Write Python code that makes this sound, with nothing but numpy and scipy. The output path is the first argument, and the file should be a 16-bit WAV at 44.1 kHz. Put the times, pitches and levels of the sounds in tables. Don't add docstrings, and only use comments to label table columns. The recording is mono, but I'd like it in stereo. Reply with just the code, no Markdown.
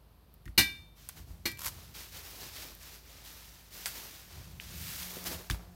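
import sys
import numpy as np
from scipy import signal
from scipy.fft import rfft, irfft, next_fast_len
from scipy.io import wavfile
from scipy.ndimage import map_coordinates

SR = 44100
rng = np.random.default_rng(int(sys.argv[2]) if len(sys.argv) > 2 else 0)


def wrap_up_sound(samples):
    columns = np.atleast_2d(samples).T
    tamed = np.clip(columns, -1, 1)
    steps = np.round(tamed * 32767).astype(np.int16)
    wavfile.write(sys.argv[1], SR, steps)


N = 253575

# f/Hz, level/dB
RUMBLE_TONE = [(25, -31.5), (50, -4), (78, 5.5), (110, -5.5), (170, -7), (250, -20), (500, -31),
               (1000, -35.5)]
AIR_TONE = [(60, -12.5), (120, -9.5), (250, -18.5), (500, -23), (1000, -24.5), (2000, -33), (4500, -30.5),
            (7000, -48.5), (13500, -31), (16000, -45.5)]
RATTLE_TONE = [(250, -31.5), (600, -5), (1400, -0.5), (2300, -1), (3300, -3), (4500, 0), (7000, -2.5),
               (10000, -1.5), (13500, 0), (16000, -4.5)]
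CLATTER_TONE = [(70, -23.5), (150, -13), (320, -13), (450, -25), (680, -18.5), (950, -14.5), (1350, -15),
                (2000, -6.5), (3100, -10), (4600, -4), (7000, -15), (11000, -14), (13000, -8), (16000, -19)]
SWISH_TONE = [(300, -28), (900, -7.5), (1800, -1.5), (3000, 0), (4500, 1.5), (5800, 0.5), (7000, -4.5),
              (9000, -10.5), (16000, -18)]
HISS_TONE = [(3000, -39), (6500, -5.5), (9000, -6), (12000, -2.5), (13200, 0.5), (14500, -1), (16000, -4.5)]
FLAP_TONE = [(90, 1), (180, -4.5), (350, 1), (500, -0.5), (700, -1.5), (1200, -4.5), (2200, -14),
             (5000, -42.5)]
STRAP_TONE = [(250, -23), (500, -14), (820, -14), (1000, -3.5), (1300, -8), (1600, -8), (2200, -10),
              (3500, -7), (5500, -6), (9000, -9), (13500, -4.5), (16000, -12)]
# f/Hz, pan/dB
FAR_PAN = [(50, -1.5), (150, -10), (1000, -9), (6000, -3.5), (14000, -6.5)]
NEAR_PAN = [(60, -5.5), (200, -7), (700, -6.5), (1300, -7), (2400, -5), (4400, -1.5), (8000, -2.5),
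            (11000, 1.5), (13200, 3), (15500, 2.5)]
CLATTER_PAN = [(100, -11), (200, -13.5), (380, -13.5), (700, -4.5), (1300, -9), (2400, -4.5), (4400, -2),
               (8000, -2), (13500, 4)]
# f/Hz, likeness (1 = the same)
LIKENESS = [(60, 0.9), (130, 0.75), (290, 0.67), (640, 0.59), (1410, 0.26), (3100, 0.052), (6820, 0.014),
            (15000, -0.086)]
# t/s, f/Hz, level/dB
MOTOR_PATH = [(0, 169, -81.5), (3.2, 171.7, -73.5), (4.2, 178.7, -67), (4.8, 179, -60.5), (5.75, 178, -58)]
# multiple of the pitch, level/dB
MOTOR_TONES = [(1, 3.5), (2, -13), (3, -29), (4, -11)]
# t/s, level/dB, f/Hz, width/octaves, fade/s, rattle offset/dB
CLICKS = [(0.3405, -47, 14000, 0.23, .009, -12), (0.456, -45, 4100, 1.5, .017, -15),
          (0.461, -53, 1870, 0.15, 0.035, -15), (0.478, -42, 1850, .3, .02, -16),
          (1.089, -23, 14000, 1.3, 0.0027, -20), (1.092, -29, 9750, 5.5, 0.0051, -7),
          (1.175, -47, 2200, 1.5, 0.023, -8), (1.516, -29, 11000, 2.5, 0.0046, -7),
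          (1.574, -35, 12000, 2.5, 0.0041, -12), (2.7507, -37, 13600, 0.45, .0055, -17),
          (2.831, -40, 4700, 0.71, 0.0098, -20), (3.8585, -14.5, 2300, 1.1, 0.0037, -15),
          (4.599, -32.5, 2540, 0.39, 0.013, -20), (5.169, -39.5, 368, 0.5, 0.035, -25),
          (5.2412, -29, 9000, 1.4, 0.0057, -14), (5.265, -33, 5060, 1.7, 0.0093, -6),
          (5.3168, -36.5, 1000, 2.5, .012, -5), (5.4996, -22.5, 2300, 1.1, 0.017, -13),
          (5.5103, -29, 3484, 0.67, 0.025, -11), (5.545, -38.5, 704, 1.5, 0.018, -15)]
# t/s, level/dB, rise/s
JOLTS = [(0.46, -10.5, 0.011), (1.173, -9.5, 0.07), (1.279, -9, 0.052), (1.325, -29, 0.064),
         (4.384, -18, 0.037), (5.503, -3.5, 0.0042)]
# f/Hz, level/dB, fade/s, pan/dB
CLOTH_TONES = [(53, -22, 0.19, -5), (83.6, -25, 0.15, -1), (114, -24.5, 0.08, -14), (180, -40.5, 0.14, -11),
               (260, -35, 0.088, -7), (327.5, -38.5, 0.12, -10)]
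# t/s, clatter level/dB, clatter hold/s, clatter fade/s, ring level/dB, grip (0-1)
KNOCKS = [(0.577, -15, 0.012, 0.15, 1.5, 0), (1.4545, -26.5, 0.0038, 0.15, -9, 1)]
# f/Hz, level/dB, fade/s, pan/dB, change under a firm grip/dB
SHAFT_TONES = [(62, -38, .35, 0, 0), (103, -31, .2, -3, -8), (188, -46, .2, -16, -1),
               (262, -46, .26, -15, 0), (305, -43, .22, -16, 0), (339, -37, .13, -18, 6),
               (385, -54, .1, -14, 16), (480, -55, .11, -8, 17), (535, -56, .1, 5, 16),
               (850, -49, .08, -10, 8), (1130, -44, .08, -14, 3), (1599, -38.5, .33, -12, -6),
               (1943, -28.5, .29, -7, -1), (2333, -27.5, .35, -13, -4.5), (2804, -31, .11, -3, -8),
               (2854, -21, .13, -3, -8), (3610, -35.5, .56, -9, -16), (3858, -31, .14, -2, -8),
               (4143, -28, .12, 0, -7), (4297, -17, .12, 0, -3.5), (4927, -32, .12, -4, -4),
               (5178, -28, .125, -3, -7), (7900, -33, .14, 0, -10), (9372, -33, .18, 3, -6)]
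# t/s, level/dB, rise/s, hold/s, fade/s
SWINGS = [(0.6, -50, 0.053, 0.14, .8), (1.12, -51, 0.061, 0.39, 0.68), (1.61, -47.5, 0.064, .03, 2.6),
          (2.41, -51, 0.036, .01, .5), (4.31, -45, .09, .17, 1.1), (4.67, -40.5, .09, .04, 1.4),
          (5.25, -46, 0.085, .01, .35), (5.52, -53.5, .1, .15, 1)]
# t/s, level/dB, rise/s, hold/s, fade/s, hiss offset/dB, flap offset/dB
CLOTH_MOVES = [(0.95, -63, 0.045, 0.16, 0.66, -0.5, -9.5), (1.15, -59.5, 0.025, 0.022, 0.2, 1, -1.5),
               (1.268, -67, 0.012, 0.042, .4, 2, -1), (1.688, -58.5, 0.018, 0.12, 1.24, -0.5, -5),
               (1.937, -47.5, 0.029, 0.011, 0.75, -1, -12), (2.109, -49.5, 0.062, .01, .5, -1, -8),
               (2.22, -53, 0.043, 0.12, 0.78, 1, -5.5), (2.391, -47.5, 0.036, .01, 0.52, -2.5, -10),
               (2.498, -49, .1, 0.036, 0.74, -1, -7.5), (2.788, -55, 0.044, 0.12, 0.47, -0.5, -9),
               (3.018, -58, .08, 0.12, 1.2, -2.5, -6.5), (3.231, -54, 0.028, 0.022, 2.36, 0, -11),
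               (3.49, -65.5, .05, .03, 1.6, -3, -4.5), (3.698, -51, 0.083, 0.14, 1.5, 1, -11.5),
               (3.928, -51, 0.037, 0.022, 1.13, 0.5, -5.5), (4.1, -56.5, 0.026, 0.034, .7, -1.5, -10),
               (4.268, -57, 0.064, 0.045, 1.4, -3, -3.5), (4.593, -53.5, 0.023, .13, 0.65, -2, -11),
               (4.682, -46.5, 0.29, 0.059, 0.95, 2, -15.5), (5.038, -50.5, 0.089, 0.058, 1.4, 1, -3),
               (5.246, -40, 0.027, 0.0059, 0.16, 2, -5), (5.29, -45.5, 0.024, 0.02, 0.39, 0.5, 0.5),
               (5.498, -63.5, 0.012, 0.043, 0.49, -5, 5.5), (5.59, -70, 0.025, 0.018, .7, -1, 8.5)]
# t/s, level/dB
HOOK_BURSTS = [(1.592, -30.5), (1.607, -38), (1.618, -30), (1.637, -37), (1.6463, -28.5), (1.657, -26.5),
               (1.661, -27.5), (1.666, -28), (1.673, -27), (1.680, -28)]
# f/Hz, fade/s
ECHO_FADES = [(200, 0.68), (2000, 0.43), (6000, 0.4), (14000, 0.36)]

PING_DB, PING_DB_PER_OCTAVE = -0.5, -8.5
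PULL_START_S, PULL_FREE_S = 1.585, 1.685
PULL_DB, PULL_GROWS_DB_PER_S, PULL_FADE_S = -34, 150, 0.065
TOP_HZ = 15950


def amp(db):
    return 10 ** (np.asarray(db) / 20)


def unit(x):
    return x / np.sqrt(np.mean(x ** 2) + 1e-20)


def along(points, hz):
    f, v = np.transpose(points)
    return np.interp(np.log(hz + 1), np.log(f + 1), v)


def curves(rows):
    s, *cols = np.transpose(rows)
    return [np.interp(np.arange(N) / SR, s, c) for c in cols]


def wobble(rate):
    return map_coordinates(rng.standard_normal(int(N * rate / SR) + 4), [np.arange(N) * rate / SR])


def filtered(x, response):
    size = x.shape[-1]
    m = next_fast_len(size + 4096)
    return irfft(rfft(x, m) * response(np.fft.rfftfreq(m, 1 / SR)), m)[..., :size]


def sides(pan_db):
    return amp(np.array([[.5], [-.5]]) * pan_db)


def rush(spectrum, pan, size=N, drive=1):
    def mix(hz):
        turn = np.arccos(np.clip(along(LIKENESS, hz), -1, 1)) / 2
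        return amp(along(spectrum, hz)) * np.array([np.cos(turn), np.sin(turn)])
    mid, side = filtered(drive * rng.standard_normal((2, size)), mix)
    return unit(filtered(np.array([mid + side, mid - side]), lambda hz: sides(along(pan, hz))))


def fade(t, fade_s):
    return amp(-60 * t / max(fade_s, 1e-3))


def ring(t, hz, db, fade_s, pan_db, attack):
    lag = np.array([[.5], [-.5]]) * min(hz / 1500, np.pi / 2)
    tone = np.sqrt(2) * np.sin(2 * np.pi * hz * t + lag)
    return amp(db) * sides(pan_db) * tone * fade(t, fade_s) * (1 - np.exp(-t / attack))


def add(track, s, sound):
    part = track[:, round(s * SR):][:, :sound.shape[1]]
    part += sound[:, :part.shape[1]]


def traffic():
    motor_hz, motor_db = curves(MOTOR_PATH)
    turns = np.cumsum(motor_hz * (1 + 0.0083 * wobble(6.6))) / SR
    hum = unit(sum(amp(db) * np.sin(2 * np.pi * round(k) * turns) for k, db in MOTOR_TONES))
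    motor = amp(motor_db + 2.5 * wobble(12)) * hum
    drone_hz = 53.5 + 1.9 * wobble(7.7)
    drone = amp(-60.5 + wobble(5.4)) * unit(np.sin(2 * np.pi * np.cumsum(drone_hz) / SR))
    roads = amp(-63) * rush(RUMBLE_TONE, FAR_PAN)
    air = amp(-62.5) * rush(AIR_TONE, FAR_PAN)
    return sides(-1.2) * drone + sides(-2.5) * motor + roads + air


def ribs(x, depth_db):
    grid = np.arange(0, SR / 2, 70)
    ripple = rng.standard_normal(len(grid)) * np.clip(grid / 3000, 0, 1)
    return filtered(x, lambda hz: amp(depth_db * np.interp(hz, grid, ripple)))


def clicks():
    out, t = np.zeros((2, N)), np.arange(SR // 5) / SR
    grid = np.geomspace(40, SR / 2, num=60)
    for s, db, hz, octaves, fade_s, rattle_db in CLICKS:
        hump_db = -10 * np.log10(1 + (np.log2(grid / hz) / octaves) ** 4)
        noise = rush(np.column_stack([grid, hump_db]), NEAR_PAN, size=len(t))
        shape = fade(t, fade_s)
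        crack = unit(shape * noise) * np.sqrt(np.mean(shape ** 2))
        ping_db = PING_DB + PING_DB_PER_OCTAVE * octaves
        ping = ring(t, hz, ping_db, fade_s, along(NEAR_PAN, hz), attack=.0001)
        rattle = unit(ribs(rush(RATTLE_TONE, NEAR_PAN, size=len(t)), depth_db=2.5))
        rattle_s = .17 if hz < 5000 else .04
        rattle *= amp(rattle_db) * (1 - np.exp(-t / 0.0014)) * fade(t, rattle_s)
        bass_cut = signal.butter(2, min(hz / 3, 700), "highpass", fs=SR)
        add(out, s, amp(db) * signal.lfilter(*bass_cut, crack + ping + rattle))
    return out


def thumps():
    out, t = np.zeros((2, N)), np.arange(SR // 2) / SR
    for s, db, rise in JOLTS:
        for hz, level, fade_s, pan in CLOTH_TONES:
            add(out, s, ring(t, hz, level + db, fade_s, pan, attack=rise))
    return out


def shaft_clangs():
    out, t = np.zeros((2, N)), np.arange(SR * 3 // 4) / SR
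    for s, db, hold, fade_s, ring_db, grip in KNOCKS:
        bounces = amp(1.24 * wobble(1194)[:len(t)])
        noise = rush(CLATTER_TONE, CLATTER_PAN, size=len(t), drive=bounces)
        shape = (1 - np.exp(-t / 0.002)) * fade(np.maximum(t - hold, 0), fade_s)
        clatter = amp(db) * shape * unit(ribs(noise, depth_db=3.5))
        tube = sum(ring(t, hz, level + ring_db + grip * change, ring_s, pan, attack=0.0027)
                   for hz, level, ring_s, pan, change in SHAFT_TONES)
        add(out, s, clatter + tube)
    return out


def swells(rows):
    now, power = np.arange(N) / SR, np.full(N, amp(-180))
    for s, db, rise, hold, fade_s in rows:
        rising = np.sin(np.pi / 2 * np.clip((now - s) / rise, 0, 1))
        falling = fade(np.maximum(now - s - rise - hold, 0), fade_s)
        power += (amp(db) * rising * falling) ** 2
    return np.sqrt(power)


def swings():
    return amp(-3) * swells(SWINGS) * rush(RUMBLE_TONE, FAR_PAN)


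def cloth_rustle():
    start, db, rise, hold, fade_s, hiss_db, flap_db = np.transpose(CLOTH_MOVES)
    moves = lambda extra_db: swells(zip(start, db + extra_db, rise, hold, fade_s))
    folds_db = .7 * wobble(45)
    slips = amp(1.16 * wobble(2500) + 0.7 * wobble(300))
    swish = moves(0) * amp(folds_db + 3.5) * rush(SWISH_TONE, NEAR_PAN, drive=slips)
    hiss = moves(hiss_db) * amp(folds_db + 4.0) * rush(HISS_TONE, NEAR_PAN, drive=slips)
    flap_shape = moves(flap_db) * amp(1.2 * wobble(30) + 2)
    flap = flap_shape * rush(FLAP_TONE, NEAR_PAN, drive=amp(2.6 * wobble(250)))
    return swish + hiss + flap


def strap_rip():
    bursts, t = np.zeros((1, N)), np.arange(SR // 10) / SR
    for s, db in HOOK_BURSTS:
        add(bursts, s, amp(db) * fade(t, 0.019)[None])
    now = np.arange(N) / SR
    growth_db = PULL_GROWS_DB_PER_S * np.minimum(now - PULL_FREE_S, 0)
    falling = fade(np.maximum(now - PULL_FREE_S, 0), PULL_FADE_S)
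    rasp = (now > PULL_START_S) * amp(PULL_DB + growth_db) * falling
    return np.hypot(rasp, bursts) * rush(STRAP_TONE, NEAR_PAN, drive=amp(2.7 * wobble(3000)))


def garden_echo(x):
    hz, t, noise = signal.stft(rng.standard_normal((2, SR // 2)), SR, nperseg=256)
    dying = amp(-60 * t / along(ECHO_FADES, hz)[:, None])
    tail = signal.istft(noise * dying, SR, nperseg=256)[1]
    tail = np.pad(tail, ((0, 0), (SR // 100, 0)))
    return signal.fftconvolve(x, tail / np.linalg.norm(tail[0]), axes=1)[:, :N]


def scene():
    umbrella = shaft_clangs() + clicks() + strap_rip() + cloth_rustle() + thumps()
    return umbrella + amp(-17.5) * garden_echo(umbrella) + swings() + traffic()


def record(dry):
    rounded = dry / (1 + (dry / .66) ** 6) ** (1 / 6)
    lean = signal.sosfilt(signal.butter(4, 40, "highpass", fs=SR, output="sos"), rounded)
    return filtered(lean, lambda hz: 1 / (1 + (hz / TOP_HZ) ** 140))


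dry = scene()
out = record(dry)
wrap_up_sound(out)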